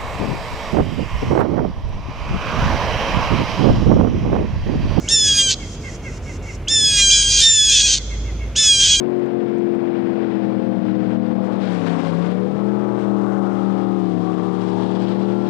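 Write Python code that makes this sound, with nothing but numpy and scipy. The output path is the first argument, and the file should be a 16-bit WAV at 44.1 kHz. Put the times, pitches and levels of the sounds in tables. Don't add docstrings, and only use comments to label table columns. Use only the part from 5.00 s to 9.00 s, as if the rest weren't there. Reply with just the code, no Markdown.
import sys
import numpy as np
from scipy import signal
from scipy.fft import rfft, irfft, next_fast_len
from scipy.io import wavfile
from scipy.ndimage import uniform_filter1d, minimum_filter1d, map_coordinates

SR = 44100
rng = np.random.default_rng(int(sys.argv[2]) if len(sys.argv) > 2 else 0)


def wav_out(sig):
    wavfile.write(sys.argv[1], SR, np.round(np.clip(np.atleast_2d(sig).T, -1, 1) * 32767).astype(np.int16))


N = 176400

# frequency in Hz, relative spectral density in dB.
TRAFFIC_SPECTRUM = [(28, -38), (40, -4), (85, 4), (160, -5.5), (520, -14), (780, -22.5), (1500, -28),
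                    (3000, -78)]
AIR_SPECTRUM = [(700, -37), (1400, 2), (2500, 4), (4000, -6), (15000, -25.5)]
HISS_SPECTRUM = [(3000, -22), (4700, -13.5), (5600, -5), (6700, -4.5), (7800, -13), (9500, -28),
                 (15000, -50)]
RASP_SPECTRUM = [(900, -89), (1600, -8.5), (2000, -44), (2500, -5.5), (3300, -0.5), (4200, -5),
                 (5200, -2.5), (6400, 7), (7600, -6), (8700, -13), (10000, -51), (12000, -37), (15500, -56)]
# time in seconds, frequency in Hz, level in dB.
DRONE_COURSE = [(0, 45.7, -36), (.65, 43.84, -38.5), (1.68, 45.8, -34.5), (1.82, 47.2, -50),
                (1.98, 47.7, -26.5), (2.37, 48.5, -25.5), (2.55, 47, -41), (2.68, 48.7, -28.5),
                (2.99, 50.55, -27), (3.1, 53.26, -23), (3.53, 56, -26), (3.61, 54.7, -37), (4, 49.8, -29)]
# start in seconds, length in seconds, level in dB that the swell heads for.
HISS_SWELLS = [(-.1, 0.23, -41), (0.585, 0.18, -42), (0.801, .17, -42), (1.02, 0.17, -44.5),
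               (1.215, 0.164, -44.5), (1.417, 0.15, -43.5)]
# start in seconds, level in dB.
YANK_NOTES = [(.025, -36.5), (.585, -37), (.83, -34), (1.03, -33.5), (1.25, -35.5), (1.4, -43), (1.45, -35),
              (1.675, -38), (2.95, -38), (3.09, -37), (3.24, -38), (3.385, -38.5)]
YANK_PARTIALS_DB = [-12, 0, -11, -21]
# time in seconds, frequency of the strong second partial in Hz, tone
# level in dB, half-pitch and quarter-pitch subharmonics in dB relative to the tone, rasp level in dB.
CRIES = [
    [(.076, 3670, -24, -18, -39, -26), (.125, 3646, -11.5, -18, -44, -31),
     (.22, 3423, -13, -22, -34, -32.5), (.33, 3277, -15, -10, -23, -25.5),
     (.385, 3252, -10.5, -19, -16.5, -29.5), (.418, 3196, -12.5, -12, -13, -45),
     (.44, 3208, -13.5, -5.5, -38, -54), (.492, 3113, -15, -12, -30, -23.5),
     (.515, 3090, -19.5, -1, -19, -18), (.55, 2886, -55, -11, -20, -31.5)],
    [(1.672, 3620, -28, -7, -40, -36), (1.725, 3590, -13.5, -22, -43, -35),
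     (1.856, 3373, -13, -18.5, -39, -31), (1.95, 3291, -13, -10, -18, -27.5),
     (2.0, 3255, -14, -0.5, -8, -29.5), (2.05, 3194, -11.5, -4, -37, -39),
     (2.2, 3165, -13.5, -4.5, -38, -47), (2.228, 3145, -20, 2, -30, -19), (2.26, 3010, -54, -15, -18, -49)],
    [(2.1, 3480, -14, -20, -31, -30), (2.135, 3420, -13, -12, -38, -24.5),
     (2.21, 3282, -11.5, -11, -24, -25.5), (2.255, 3203, -12.5, -7.5, -39, -26),
     (2.33, 3230, -13, -6, -23, -20.5), (2.4, 3218, -10, -7, -35, -16.5),
     (2.462, 3116, -36, -3, -21, -19.5)],
    [(2.392, 3617, -16, -36, -38, -42), (2.44, 3638, -8, -41, -42, -20), (2.5, 3607, -7.5, -21, -45, -22),
     (2.58, 3472, -8.5, -19, -44, -26.5), (2.7, 3316, -11.5, -6, -31, -22.5),
     (2.76, 3166, -19.5, 1, -36, -20), (2.82, 3200, -19, -12, -26, -15.5), (2.85, 3120, -39, -9, -22, -41)],
    [(2.686, 3546, -20, -13, -34, -31), (2.745, 3550, -9, -8, -34, -21),
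     (2.77, 3402, -9.5, -1.5, -25, -12.5), (2.805, 3380, -13, -1, -24, -17.5),
     (2.824, 3244, -16, 0, -25, -19), (2.85, 3355, -11, -2, -32, -21.5),
     (2.875, 3267, -15.5, -1, -27, -15.5), (2.893, 3148, -13.5, -18, -15, -16),
     (2.94, 3164, -15.5, -9, -17, -15), (2.99, 2924, -45, -15, 0, -28)],
    [(3.551, 3460, -27, -14, -26, -14.5), (3.595, 3542, -12, -15, -17, -28.5),
     (3.696, 3322, -13, -5.5, -18, -31), (3.765, 3186, -13, -6, -14.5, -39),
     (3.805, 3206, -11, -5, -30, -21.5), (3.88, 3125, -16, -9, -25, -23),
     (3.94, 3040, -19, -14, -15, -21.5), (3.975, 2920, -35, 1, -22, -27)],
    [(3.798, 3383, -23, -18, -24, -35), (3.835, 3378, -17.5, -10, -14, -20.5),
     (3.94, 3274, -13.5, -8, -21, -21), (3.97, 3212, -17.5, -1.5, -30, -39), (4.05, 3155, -7, -8, -30, -42)],
]
CALLERS = [0, 0, 1, 0, 1, 0, 1]
# frequency in Hz, gain in dB.
VOCAL_TRACT = [(1200, -24), (1650, -23), (2400, -11), (3300, -1), (4000, -7), (4350, -17.5), (5000, -7.5),
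               (5700, -10), (6600, -4), (7400, -9.5), (8400, -16), (10400, -34), (15000, -57.5)]
# one jay's delay at the left port relative to the right, in seconds.
JAY_LAGS_S = [6.5e-6, -0.0000082]
PIP_STARTS = [0.914, 1.115, 1.305, 1.48]
# frequency in Hz, time to decay by 60 dB in seconds.
WOOD_T60 = [(1000, 0.13), (3300, 1.68), (6500, 1.65), (11000, 0.073)]
# frequency in Hz, left minus right level in dB.
PORT_BALANCE = [(200, -1.3), (3300, -1.4), (5000, -3.5), (6400, 1.3), (8000, 0)]


def amp(db):
    return 10 ** (np.asarray(db) / 20)


def unit(x):
    return x / np.sqrt(np.mean(x ** 2) + 1e-20)


def along(points, hz):
    f, v = np.transpose(points)
    return np.interp(np.log(hz + 1), np.log(f + 1), v)


def curves(rows, t):
    times, *columns = np.transpose(rows)
    return [np.interp(t, times, column) for column in columns]


def span(start, end):
    i = np.arange(max(0, int(start * SR)), min(N, int(end * SR)))
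    return i, i / SR


def ramp(t, length):
    return np.sin(np.pi / 2 * np.clip(t / length, 0, 1)) ** 2


def bell(x, centre, width):
    return np.exp(-((x - centre) / width) ** 2 / 2)


def wobble(t, rate):
    return map_coordinates(rng.standard_normal(2048), [t * rate], mode="wrap")


def phase_of(hz):
    return 2 * np.pi * np.cumsum(hz) / SR


def filtered(x, response):
    size = next_fast_len(N + SR // 4)
    return irfft(rfft(x, size) * response(np.fft.rfftfreq(size, 1 / SR)), size)[..., :N]


def noise(spectrum):
    return unit(filtered(rng.standard_normal(N), lambda hz: amp(along(spectrum, hz))))


def traffic_and_air(t):
    rumble_gain = amp(-30.5 + .8 * wobble(t, 5.52))
    mid, side = [rumble_gain * noise(TRAFFIC_SPECTRUM) + amp(-50) * noise(AIR_SPECTRUM) for _ in range(2)]
    return mid + amp(-18) * np.array([side, -side])


def engine_drone(t):
    hz, rms_db = curves(DRONE_COURSE, t)
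    return np.sqrt(2) * amp(rms_db) * np.sin(phase_of(hz))


def hisses(swell_db=6, edge_s=.014):
    out, hiss = np.zeros(N), noise(HISS_SPECTRUM)
    for start, length, db in HISS_SWELLS:
        i, t = span(start, start + length)
        remaining = start + length - t
        swell = amp(db - swell_db * remaining / length)
        out[i] += hiss[i] * swell * ramp(t - start, edge_s) * ramp(remaining, edge_s)
    return out


def yanks(pitch_hz=550.7, length_s=.075, echo_s=.042):
    out = np.zeros(N)
    for start, db in YANK_NOTES:
        i, t = span(start, start + length_s)
        progress = np.clip((t - start) / length_s, 0, 1)
        detune = .0156 * rng.standard_normal()
        arch = -.244 * (progress - .266) ** 2
        tremble = .019 * wobble(t, 400)
        phase = phase_of(pitch_hz * (1 + detune + arch + tremble))
        tone = sum(amp(partial_db + 2 * wobble(t, 40)) * np.sin(k * phase)
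                   for k, partial_db in enumerate(YANK_PARTIALS_DB, 3))
        out[i] += amp(db) * np.sin(np.pi * progress) * tone
    return out + amp(-14) * np.pad(out, (int(echo_s * SR), 0))[:N]


def jay_tone(t, age, pitch_hz, half_db, quarter_db, roughness, bright_hz=6100):
    jitter = .0024 * wobble(t, 90) + roughness * (.008 * wobble(t, 900) + .012 * wobble(t, 70))
    half_db, quarter_db = [np.minimum(db + 3.5 * wobble(t, 28), 0) for db in (half_db, quarter_db)]
    tone = np.zeros(len(t))
    for k in np.arange(3, 37) / 4:
        share_db = 0 if k % 1 == 0 else half_db if k % .5 == 0 else quarter_db
        since = np.maximum(age - .0105 * (k > 2), 0)
        scooped_hz = pitch_hz * (1 - .36 * np.exp(-since / .009))
        partial_hz = k * scooped_hz
        phase = phase_of(scooped_hz * (1 + jitter))
        slip = .8 * (1 - amp(share_db)) * wobble(t, 170)
        slip += .8 * roughness * max(k - 2, 0) * wobble(t, 600)
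        if k > 2:
            flick_db = 11 * np.exp(-since / .008) * bell(partial_hz, bright_hz, 1300)
            onset = ramp(since, .002) * amp(flick_db)
        else:
            onset = ramp(since, .0032)
        share_db = np.minimum(share_db + 5 * bell(partial_hz, bright_hz, 600), 0)
        break_db = -20 * bell(t, .362, .014) * (k == 2)
        shimmer_db = 2.6 * wobble(t, 22.02)
        gain = onset * amp(along(VOCAL_TRACT, partial_hz) + share_db + break_db + shimmer_db)
        tone += gain * np.sin(k * phase + slip + rng.uniform(0, 2 * np.pi))
    return tone, phase


def jay_rasp(i, phase, roughness, screech_hz=4150):
    screech = unit(filtered(rng.standard_normal(N), lambda hz: bell(hz, screech_hz, 650)))
    rasp = noise(RASP_SPECTRUM)[i] + amp(1.5) * roughness * screech[i]
    pulsing = 1 + .51 * np.cos(phase / 2)
    grain = amp(-1.5 * wobble(i / SR, 500))
    return unit(rasp * pulsing * grain)


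def jay(who, gain_db=3.5, rasp_attack_s=.035, release_s=.007):
    out = np.zeros(N)
    for cry in [cry for cry, caller in zip(CRIES, CALLERS) if caller == who]:
        start, end = cry[0][0], cry[-1][0]
        i, t = span(start, end)
        age = t - start
        second_partial_hz, tone_db, half_db, quarter_db, rasp_db = curves(cry, t)
        roughness = 1 / (1 + amp(tone_db - rasp_db))
        tone, phase = jay_tone(t, age, second_partial_hz / 2, half_db, quarter_db, roughness)
        rasp = jay_rasp(i, phase, roughness) * ramp(age, rasp_attack_s)
        flutter_db = 2.5 * roughness * wobble(t, 300)
        voice = amp(tone_db + flutter_db) * tone + amp(rasp_db) * rasp
        out[i] += amp(gain_db) * voice * ramp(end - t, release_s)
    return out


def pips(start_hz=2750, rise=.035, length_s=.065, level_db=-45):
    out = np.zeros(N)
    for start in PIP_STARTS:
        i, t = span(start, start + length_s)
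        progress = np.clip((t - start) / length_s, 0, 1)
        tone = np.sin(phase_of(start_hz * (1 + rise * progress)))
        out[i] += amp(level_db) * np.sin(np.pi * progress) * tone
    return out


def wood(calls, scatter_s=.009, scatter_db=-17, tail_db=-27.5):
    hz, t, spectra = signal.stft(rng.standard_normal((2, SR)), SR, nperseg=256)
    decay = amp(-60 * t / along(WOOD_T60, hz)[:, None])
    tail = signal.istft(spectra * decay, SR, nperseg=256)[1]
    scatter = rng.standard_normal(tail.shape) * np.exp(-np.arange(tail.shape[1]) / SR / scatter_s)
    response = amp(tail_db) * tail / np.linalg.norm(tail[0])
    response += amp(scatter_db) * scatter / np.linalg.norm(scatter[0])
    return signal.fftconvolve(calls[None], response, axes=1)[:, :N]


def scene():
    t = np.arange(N) / SR
    jays = [jay(who) for who in range(2)]
    sides = np.array([[-1], [1]])
    direct = sum(filtered(voice, lambda hz: np.exp(1j * np.pi * hz * lag * sides))
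                 for voice, lag in zip(jays, JAY_LAGS_S))
    far_notes, hiss = yanks() + pips(), hisses()
    background = traffic_and_air(t) + engine_drone(t)
    reverberation = wood(sum(jays) + amp(15) * far_notes + amp(11) * hiss)
    return direct + far_notes + hiss + background + reverberation


def record(dry, knee_db=-10, reaction_s=.12, ceiling=.95, hold_s=.006, top_hz=15700):
    pair = filtered(dry, lambda hz: amp(along(PORT_BALANCE, hz) * np.array([[.5], [-.5]])))
    step = 1 / (reaction_s * SR)
    running_power = signal.lfilter([step], [1, step - 1], np.mean(pair ** 2, axis=0))
    pair = pair / np.sqrt(1 + running_power / amp(knee_db) ** 2)
    hold = int(hold_s * SR)
    limiter_gain = np.minimum(1, ceiling / (np.abs(pair).max(axis=0) + 1e-9))
    limiter_gain = uniform_filter1d(minimum_filter1d(limiter_gain, 2 * hold), hold)
    return filtered(pair * limiter_gain, lambda hz: hz < top_hz)


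dry = scene()
out = record(dry)
wav_out(out)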